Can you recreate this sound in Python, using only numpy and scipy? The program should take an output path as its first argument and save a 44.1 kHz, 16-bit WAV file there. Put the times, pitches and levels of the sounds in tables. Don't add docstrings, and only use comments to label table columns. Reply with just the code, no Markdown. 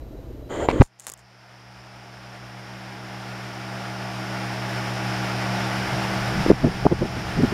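import sys
import numpy as np
from scipy import signal
from scipy.fft import rfft, irfft
from scipy.io import wavfile
from scipy.ndimage import uniform_filter1d, minimum_filter1d

SR = 44100
rng = np.random.default_rng(int(sys.argv[2]) if len(sys.argv) > 2 else 0)


def put_to_file(sound):
    columns = np.atleast_2d(sound).T
    safe = np.clip(columns, -1, 1)
    whole_steps = np.round(safe * 32767)
    wavfile.write(sys.argv[1], SR, whole_steps.astype(np.int16))


N = 332073
TIME = np.arange(N) / SR
POP_S = 0.82

# pitch_hz, level_db (rms)
MOTOR_TONES = [(120.4, -30.5), (77.6, -54), (327.7, -48)]


def from_db(db):
    return 10 ** (np.asarray(db) / 20)


def rms_one(x):
    return x / np.sqrt(np.mean(x ** 2) + 1e-20)


def bump(s, width):
    return np.exp(-0.5 * ((TIME - s) / width) ** 2)


def envelope(start, length, attack_s, release_s, db_per_s=0):
    t = TIME - start
    attack = np.clip(t / attack_s, 0, 1)
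    swell = from_db(db_per_s * np.clip(t, 0, length))
    return attack * swell * np.exp(-np.maximum(t - length, 0) / release_s)


def drift(rate):
    knots = rng.standard_normal(int(2 * rate * N / SR) + 2)
    return rms_one(np.interp(TIME, np.linspace(0, TIME[-1], len(knots)), knots))


def slips(per_s, spread_db):
    clicks = (rng.random(N) < per_s / SR) * rng.standard_normal(N)
    return rms_one(clicks * from_db(spread_db * rng.standard_normal(N)))


def coloured(spectrum, source):
    hz, db = np.transpose(spectrum)
    bins = np.maximum(np.fft.rfftfreq(N, 1 / SR), 1)
    shape = from_db(np.interp(np.log(bins), np.log(hz), db))
    shape *= np.minimum(bins / hz[0], 1) * np.minimum(hz[-1] / bins, 1) ** 2
    return irfft(rfft(source) * shape, N) * np.sqrt(SR / 2)


def noise(spectrum):
    return coloured(spectrum, rng.standard_normal(N))


def low_pass(x, hz, order=2):
    return signal.sosfilt(signal.butter(order, hz, fs=SR, output="sos"), x)


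def ring(x, hz, t60):
    r, w = from_db(-60 / (t60 * SR)), 2 * np.pi * hz / SR
    return signal.lfilter([0, np.sin(w)], [1, -2 * r * np.cos(w), r * r], x + 1e-18)


def resonances(modes, source):
    return sum(from_db(db) * rms_one(ring(source, hz, np.log(1000) / (np.pi * width)))
               for hz, width, db in modes)


def whine():
    # pitch_hz, level_db (rms)
    whine_tones = [(11763, -87.5), (11822, -71)]
    return np.sqrt(2) * sum(from_db(db) * np.sin(2 * np.pi * hz * TIME) for hz, db in whine_tones)


def covered_port(hum_db=-48, lumpy_db=0.5, throb=0.51, throb_low_hz=200, throb_high_hz=520):
    # pitch_hz, level_db (per Hz)
    dull_colour = [(20, -65), (60, -54), (100, -68.5), (190, -73.5), (290, -66.5), (450, -72.5),
                   (640, -74.5), (730, -81.5), (1200, -90.5), (2500, -98), (4500, -102), (7000, -106),
                   (15000, -117)]
    # pitch_hz, width_hz, level_db (rms)
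    port_modes = [(3945, 10, -72.5)]
    throb_hz, crest_s = 25, 0.03
    hum = from_db(hum_db) * np.sqrt(2) * np.sin(2 * np.pi * MOTOR_TONES[0][0] * TIME)
    dull = noise(dull_colour) * from_db(lumpy_db * drift(23))
    band = signal.butter(2, [throb_low_hz, throb_high_hz], "band", fs=SR, output="sos")
    middle = signal.sosfiltfilt(band, dull)
    dull = dull + throb * middle * np.cos(2 * np.pi * throb_hz * (TIME - crest_s))
    return dull + resonances(port_modes, rng.standard_normal(N)) + hum


def squeak():
    # pitch_hz, width_hz, level_db (rms, before the stroke's gain)
    squeak_modes = [(7160, 200, -48.5)]
    return resonances(squeak_modes, slips(per_s=4600, spread_db=3.5))


def stroke(start, length, rub_db, friction_db, squeak_db, rub_edge_hz, rub, friction, squeal):
    attack_s, release_s = 0.021, 0.021
    # sound, gain in dB, rise in dB per s
    layers = [(low_pass(rub, rub_edge_hz, order=6), rub_db, 51.5),
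              (friction, friction_db, 19.5),
              (squeal, squeak_db, 63)]
    return sum(sound * from_db(db) * envelope(start, length, attack_s, release_s, rise)
               for sound, db, rise in layers)


def knock(judder=0.06, judder_s=0.0022, squash=1.4):
    # start_s, level_db (ceiling of the flattened swings)
    catches = [(0.6868, -3)]
    # pitch_hz, level_db (relative), t60_s
    knock_modes = [(430, 1, 0.0072), (726, 0, 0.0072), (965, -6.5, 0.011), (2320, -16, 0.0051)]
    out, t = np.zeros(N), np.arange(SR // 20) / SR
    for s, level_db in catches:
        touch = (t == 0) + judder * rng.standard_normal(len(t)) * np.exp(-t / judder_s)
        blow = sum((-1) ** k * from_db(db) * ring(touch, hz, t60)
                   for k, (hz, db, t60) in enumerate(knock_modes))
        start = round(s * SR)
        out[start:start + len(t)] += from_db(level_db) * np.tanh(squash * blow / np.abs(blow).max())
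    return out


def finger(rebound_lag=2.76, bluntness=2.03, muffle_hz=11500):
    # pitch_hz, level_db (per Hz; friction is then cut by 3 dB)
    rub_colour = [(30, -60), (200, -63.5), (320, -56), (450, -56), (650, -58.5), (900, -68), (1500, -87),
                  (3000, -100)]
    friction_colour = [(400, -80), (900, -58), (2000, -66), (2600, -74.5), (3200, -76.5), (4500, -81),
                       (5700, -93.5), (6500, -81), (7150, -89), (7900, -77), (10000, -101), (15000, -114)]
    # pitch_hz, width_hz, level_db (rms before gains)
    case_modes = [(1050, 180, -47), (2010, 53, -44.5), (3140, 200, -44.5), (6930, 400, -49)]
    chatter_modes = [(1300, 500, -29), (2300, 470, -31.5), (3760, 200, -42)]
    # start_s, length_s, rub_db, friction_db, squeak_db (gains), rub_edge_hz
    strokes = [(0.49, 0.16, -3.5, -6, -8, 950), (0.68, 0.024, 4, -3.5, -25, 800),
               (0.713, 0.088, 5.5, -7.5, -22, 530)]
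    # centre_s, gain_db, width_s
    chatters = [(0.69, 1.5, 0.003), (.702, -2.5, 0.0052), (0.713, 1.5, 0.0021), (0.811, 9, 0.0018),
                (0.819, 9, 0.0013)]
    # centre_s, level_db (ceiling), width_s, rebound (share)
    pop_rows = [(0.8034, -0.5, 0.0015, 0.9), (0.8122, 6, 0.00051, .9), (0.8177, 3, 0.000085, 0.18),
                (0.82, 40, 0.00021, 0.38), (0.8263, 28, 0.00148, .1), (0.841, 3, 0.0073, 0.083)]
    skin = slips(per_s=5500, spread_db=4)
    friction = from_db(-3.0) * noise(friction_colour) + resonances(case_modes, skin)
    sources = noise(rub_colour), friction, squeak()
    slide = sum(stroke(*row, *sources) for row in strokes)
    bursts = sum(from_db(db) * bump(s, width) for s, db, width in chatters)
    chatter = bursts * resonances(chatter_modes, skin)
    pops = sum(from_db(db) * np.tanh(bluntness * (share * bump(s + rebound_lag * width, width) - bump(s, width)))
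               for s, db, width, share in pop_rows)
    return low_pass(slide + chatter, muffle_hz) + knock() + pops


def grip(crunch=0.42, crunch_s=0.00096, body_below_hz=5000):
    # start_s, peak_db, body_db (added to modes below body_below_hz)
    ticks = [(.9975, 10, -18), (1.004, 4, -13), (1.068, 15, 2.5), (1.082, 6.5, 2), (1.093, 9, 3),
             (1.099, 13, -1), (1.118, 6, -2), (1.120, 8.5, 1), (1.1375, 9.5, 1), (1.176, -8, -6)]
    # pitch_hz, level_db (relative), t60_s
    housing = [(1170, -15, 0.036), (1970, -2.5, 0.0033), (3800, -7, .002), (6900, -4, .005),
               (7880, 8.5, .004), (9700, -1, 0.0039), (12500, -19, .002)]
    # start_s, length_s, level_db (rms)
    creeps = [(0.82, 0.0058, 2), (0.848, 0.013, -21), (0.988, 0.066, -19), (1.067, 0.017, -9.5),
              (1.18, .018, -26)]
    # pitch_hz, level_db (relative)
    creep_colour = [(800, -2.5), (3000, -13), (5800, -9), (7200, -0.5), (9000, -8), (12000, -19),
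                    (16000, -26)]
    attack_s, release_s = 0.005, 0.012
    out, t = np.zeros(N), np.arange(SR // 20) / SR
    for s, db, body_db in ticks:
        touch = (t == 0) + crunch * rng.standard_normal(len(t)) * np.exp(-t / crunch_s)
        tick = sum(from_db(level + body_db * (hz < body_below_hz)) * ring(touch, hz, t60)
                   for hz, level, t60 in housing)
        start = round(s * SR)
        out[start:start + len(t)] += from_db(db) * tick / np.abs(tick).max()
    creep = sum(from_db(db) * envelope(s, length, attack_s, release_s) for s, length, db in creeps)
    return out + creep * rms_one(coloured(creep_colour, slips(per_s=2300, spread_db=1.0)))


def turned_deg():
    edge_on_s, swing_deg_per_s = 1.14, 14.54
    return swing_deg_per_s * (TIME - edge_on_s)


def off_axis_deg():
    return np.abs(90 - turned_deg())


def fan(chop=0.16, flutter_db=0.5, tone_waver_db=1.17, phase_waver=0.0091, hum_waver_db=0.5):
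    # multiple (of the blade rate), level_db (rms)
    blade_tones = [(1, -52), (2, -46.5), (3, -33.5), (4, -46), (5, -41), (6, -45), (7, -53), (10, -44.5),
                   (11, -43), (12, -47), (13, -42.5), (14, -52), (18, -47.5), (22, -46), (23, -49.5)]
    # (per Hz, before the swing)
    rush_colour = [(30, -105), (100, -71), (350, -67.5), (510, -65), (660, -60), (860, -60), (1050, -65),
                   (1450, -62.5), (2200, -66), (3000, -70), (4200, -76.5), (7000, -83.5), (12000, -90.5),
                   (15500, -102)]
    grille_colour = [(3800, -100), (4700, -73.5), (5300, -69.5), (5800, -76), (6600, -99.5), (8000, -115)]
    # time_s, gain_db
    hum_curve = [(.85, 4), (2.3, 1), (3.5, -0.5), (5.3, 1.1), (5.9, -1.6), (6.85, 2), (7.53, -1)]
    blade_hz, wander = 63.6, 0.0008
    spurt_s, spurt_width_s, spurt_share = 6.3, 0.28, 0.015
    edge_lobe_deg, front_lobe_deg = 11.8, 4.7
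    edge = np.exp(-0.5 * (turned_deg() / edge_lobe_deg) ** 2)
    front = np.exp(-0.5 * (off_axis_deg() / front_lobe_deg) ** 2)
    rush = from_db(0.15 + 4 * edge + 4 * front)
    hiss = from_db(-0.64 + 7.5 * edge + 4 * front)
    blades = from_db(-2.5 * edge + 3.5 * front)
    hum_s, hum_db = np.transpose(hum_curve)
    hum = from_db(np.interp(TIME, hum_s, hum_db))
    speed = 1 + wander * drift(0.97) + spurt_share * bump(spurt_s, spurt_width_s)
    turn = 2 * np.pi * np.cumsum(blade_hz * speed) / SR
    tones = 0
    for k, db in blade_tones:
        phase = k * (turn + phase_waver * drift(6)) + rng.uniform(0, 2 * np.pi)
        tones = tones + from_db(db + tone_waver_db * drift(5.4)) * np.sin(phase)
    motor, *frame = [from_db(db + hum_waver_db * drift(3.2)) * np.sin(2 * np.pi * hz * TIME)
                     for hz, db in MOTOR_TONES]
    air = noise(rush_colour) * from_db(flutter_db * drift(14))
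    low = signal.sosfiltfilt(signal.butter(2, 1600, fs=SR, output="sos"), air)
    air = air + chop * low * (np.cos(2 * turn) + 0.5 * np.cos(turn) + 0.5 * np.cos(3 * turn))
    steady_tones = np.sqrt(2) * (blades * tones + hum * motor + sum(frame))
    return rush * air + hiss * noise(grille_colour) + steady_tones


def hand(jolt_db=42, settle_s=0.013):
    # pitch_hz, level_db (per Hz)
    hand_colour = [(20, -82), (45, -69), (62, -49.5), (80, -71), (130, -90)]
    rumble_db, rest_s, fade_db_per_s = -0.5, 2.3, 16
    level = from_db(rumble_db - fade_db_per_s * np.maximum(TIME - rest_s, 0))
    jolt = from_db(jolt_db) * np.exp(-np.abs(TIME - POP_S) / settle_s)
    return (level + jolt) * noise(hand_colour)


def eddy(s, peak_db, width, low_hz, high_hz, tilt_hz=380, edge=0.93, round_off=0.55):
    t = np.arange(-SR // 8, SR // 8) / SR
    band = signal.butter(2, [low_hz, edge * high_hz], "band", fs=SR, output="sos")
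    swirl = signal.sosfilt(band, rng.standard_normal(len(t)))
    swirl = low_pass(swirl, tilt_hz, order=1)
    lump = np.tanh(round_off * rms_one(swirl)) * np.exp(-0.5 * (t / width) ** 2)
    lump = signal.sosfiltfilt(signal.butter(2, 1450, fs=SR, output="sos"), lump)
    return np.interp(TIME, s + t, from_db(peak_db) * lump / np.abs(lump).max(), left=0, right=0)


def wind(lumpy_db=0.5, gust_low_hz=125):
    # centre_s, peak_db, width_s, upper_edge_hz (nominal)
    gusts = [(5.94, -30, 0.04, 183), (6.38, -23.5, 0.046, 202), (6.464, -10.5, 0.0023, 450),
             (6.49, -12, 0.0068, 442), (6.505, 2, 0.0038, 507), (6.516, 6.5, 0.0012, 745),
             (6.532, -11, 0.0029, 500), (6.646, 1, 0.0054, 560), (6.671, -5, 0.011, 365),
             (6.856, -1, 0.0022, 600), (6.867, 9.5, 0.0018, 855), (6.924, 1, 0.0068, 504),
             (7.025, -2.5, 0.0084, 440), (7.052, -11, 0.0095, 430), (7.179, -15, 0.013, 384),
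             (7.397, -3.5, 0.013, 340), (7.44, 2, 0.0073, 342), (7.526, -10, 0.0045, 350)]
    # pitch_hz, level_db (per Hz)
    wind_colour = [(15, -62), (45, -55.5), (150, -54), (300, -67.5), (600, -79), (1500, -111)]
    axis_db, loss_db_per_deg = 7.5, 0.8
    wake_db, wake_width_s, wake_eddy_s = 10.5, 0.031, 0.0057
    stream = from_db(axis_db - loss_db_per_deg * off_axis_deg())
    wakes = sum((from_db(db + wake_db) * width / wake_eddy_s * bump(s, wake_width_s)) ** 2
                for s, db, width, _ in gusts)
    rumble = np.sqrt(stream ** 2 + wakes) * noise(wind_colour) * from_db(lumpy_db * drift(12))
    return rumble + sum(eddy(s, db, width, gust_low_hz, hz) for s, db, width, hz in gusts)


def scene():
    opened = np.clip((TIME - POP_S) / 0.01, 0, 1)
    covered = np.clip((POP_S - TIME) / 0.02, 0, 1)
    at_microphone = whine() + covered * covered_port() + finger() + grip()
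    return (at_microphone + opened * (fan() + hand() + wind()))[None]


def gain_control(x, ceiling=0.92, recovery_per_s=0.19):
    allowed = np.sqrt(ceiling / np.maximum(np.abs(x), ceiling))
    climb = recovery_per_s * TIME
    held = np.minimum.accumulate(allowed - climb, axis=-1) + climb
    return x * uniform_filter1d(minimum_filter1d(held, size=25), size=25) ** 2


def record(dry):
    port_notch_hz, cutoff_hz = 7880, 15700
    heard = signal.lfilter(*signal.iirnotch(port_notch_hz, 22, fs=SR), dry)
    top_cut = signal.ellip(10, 0.1, 80, cutoff_hz, fs=SR, output="sos")
    return signal.sosfilt(top_cut, gain_control(heard))


dry = scene()
out = record(dry)
put_to_file(out)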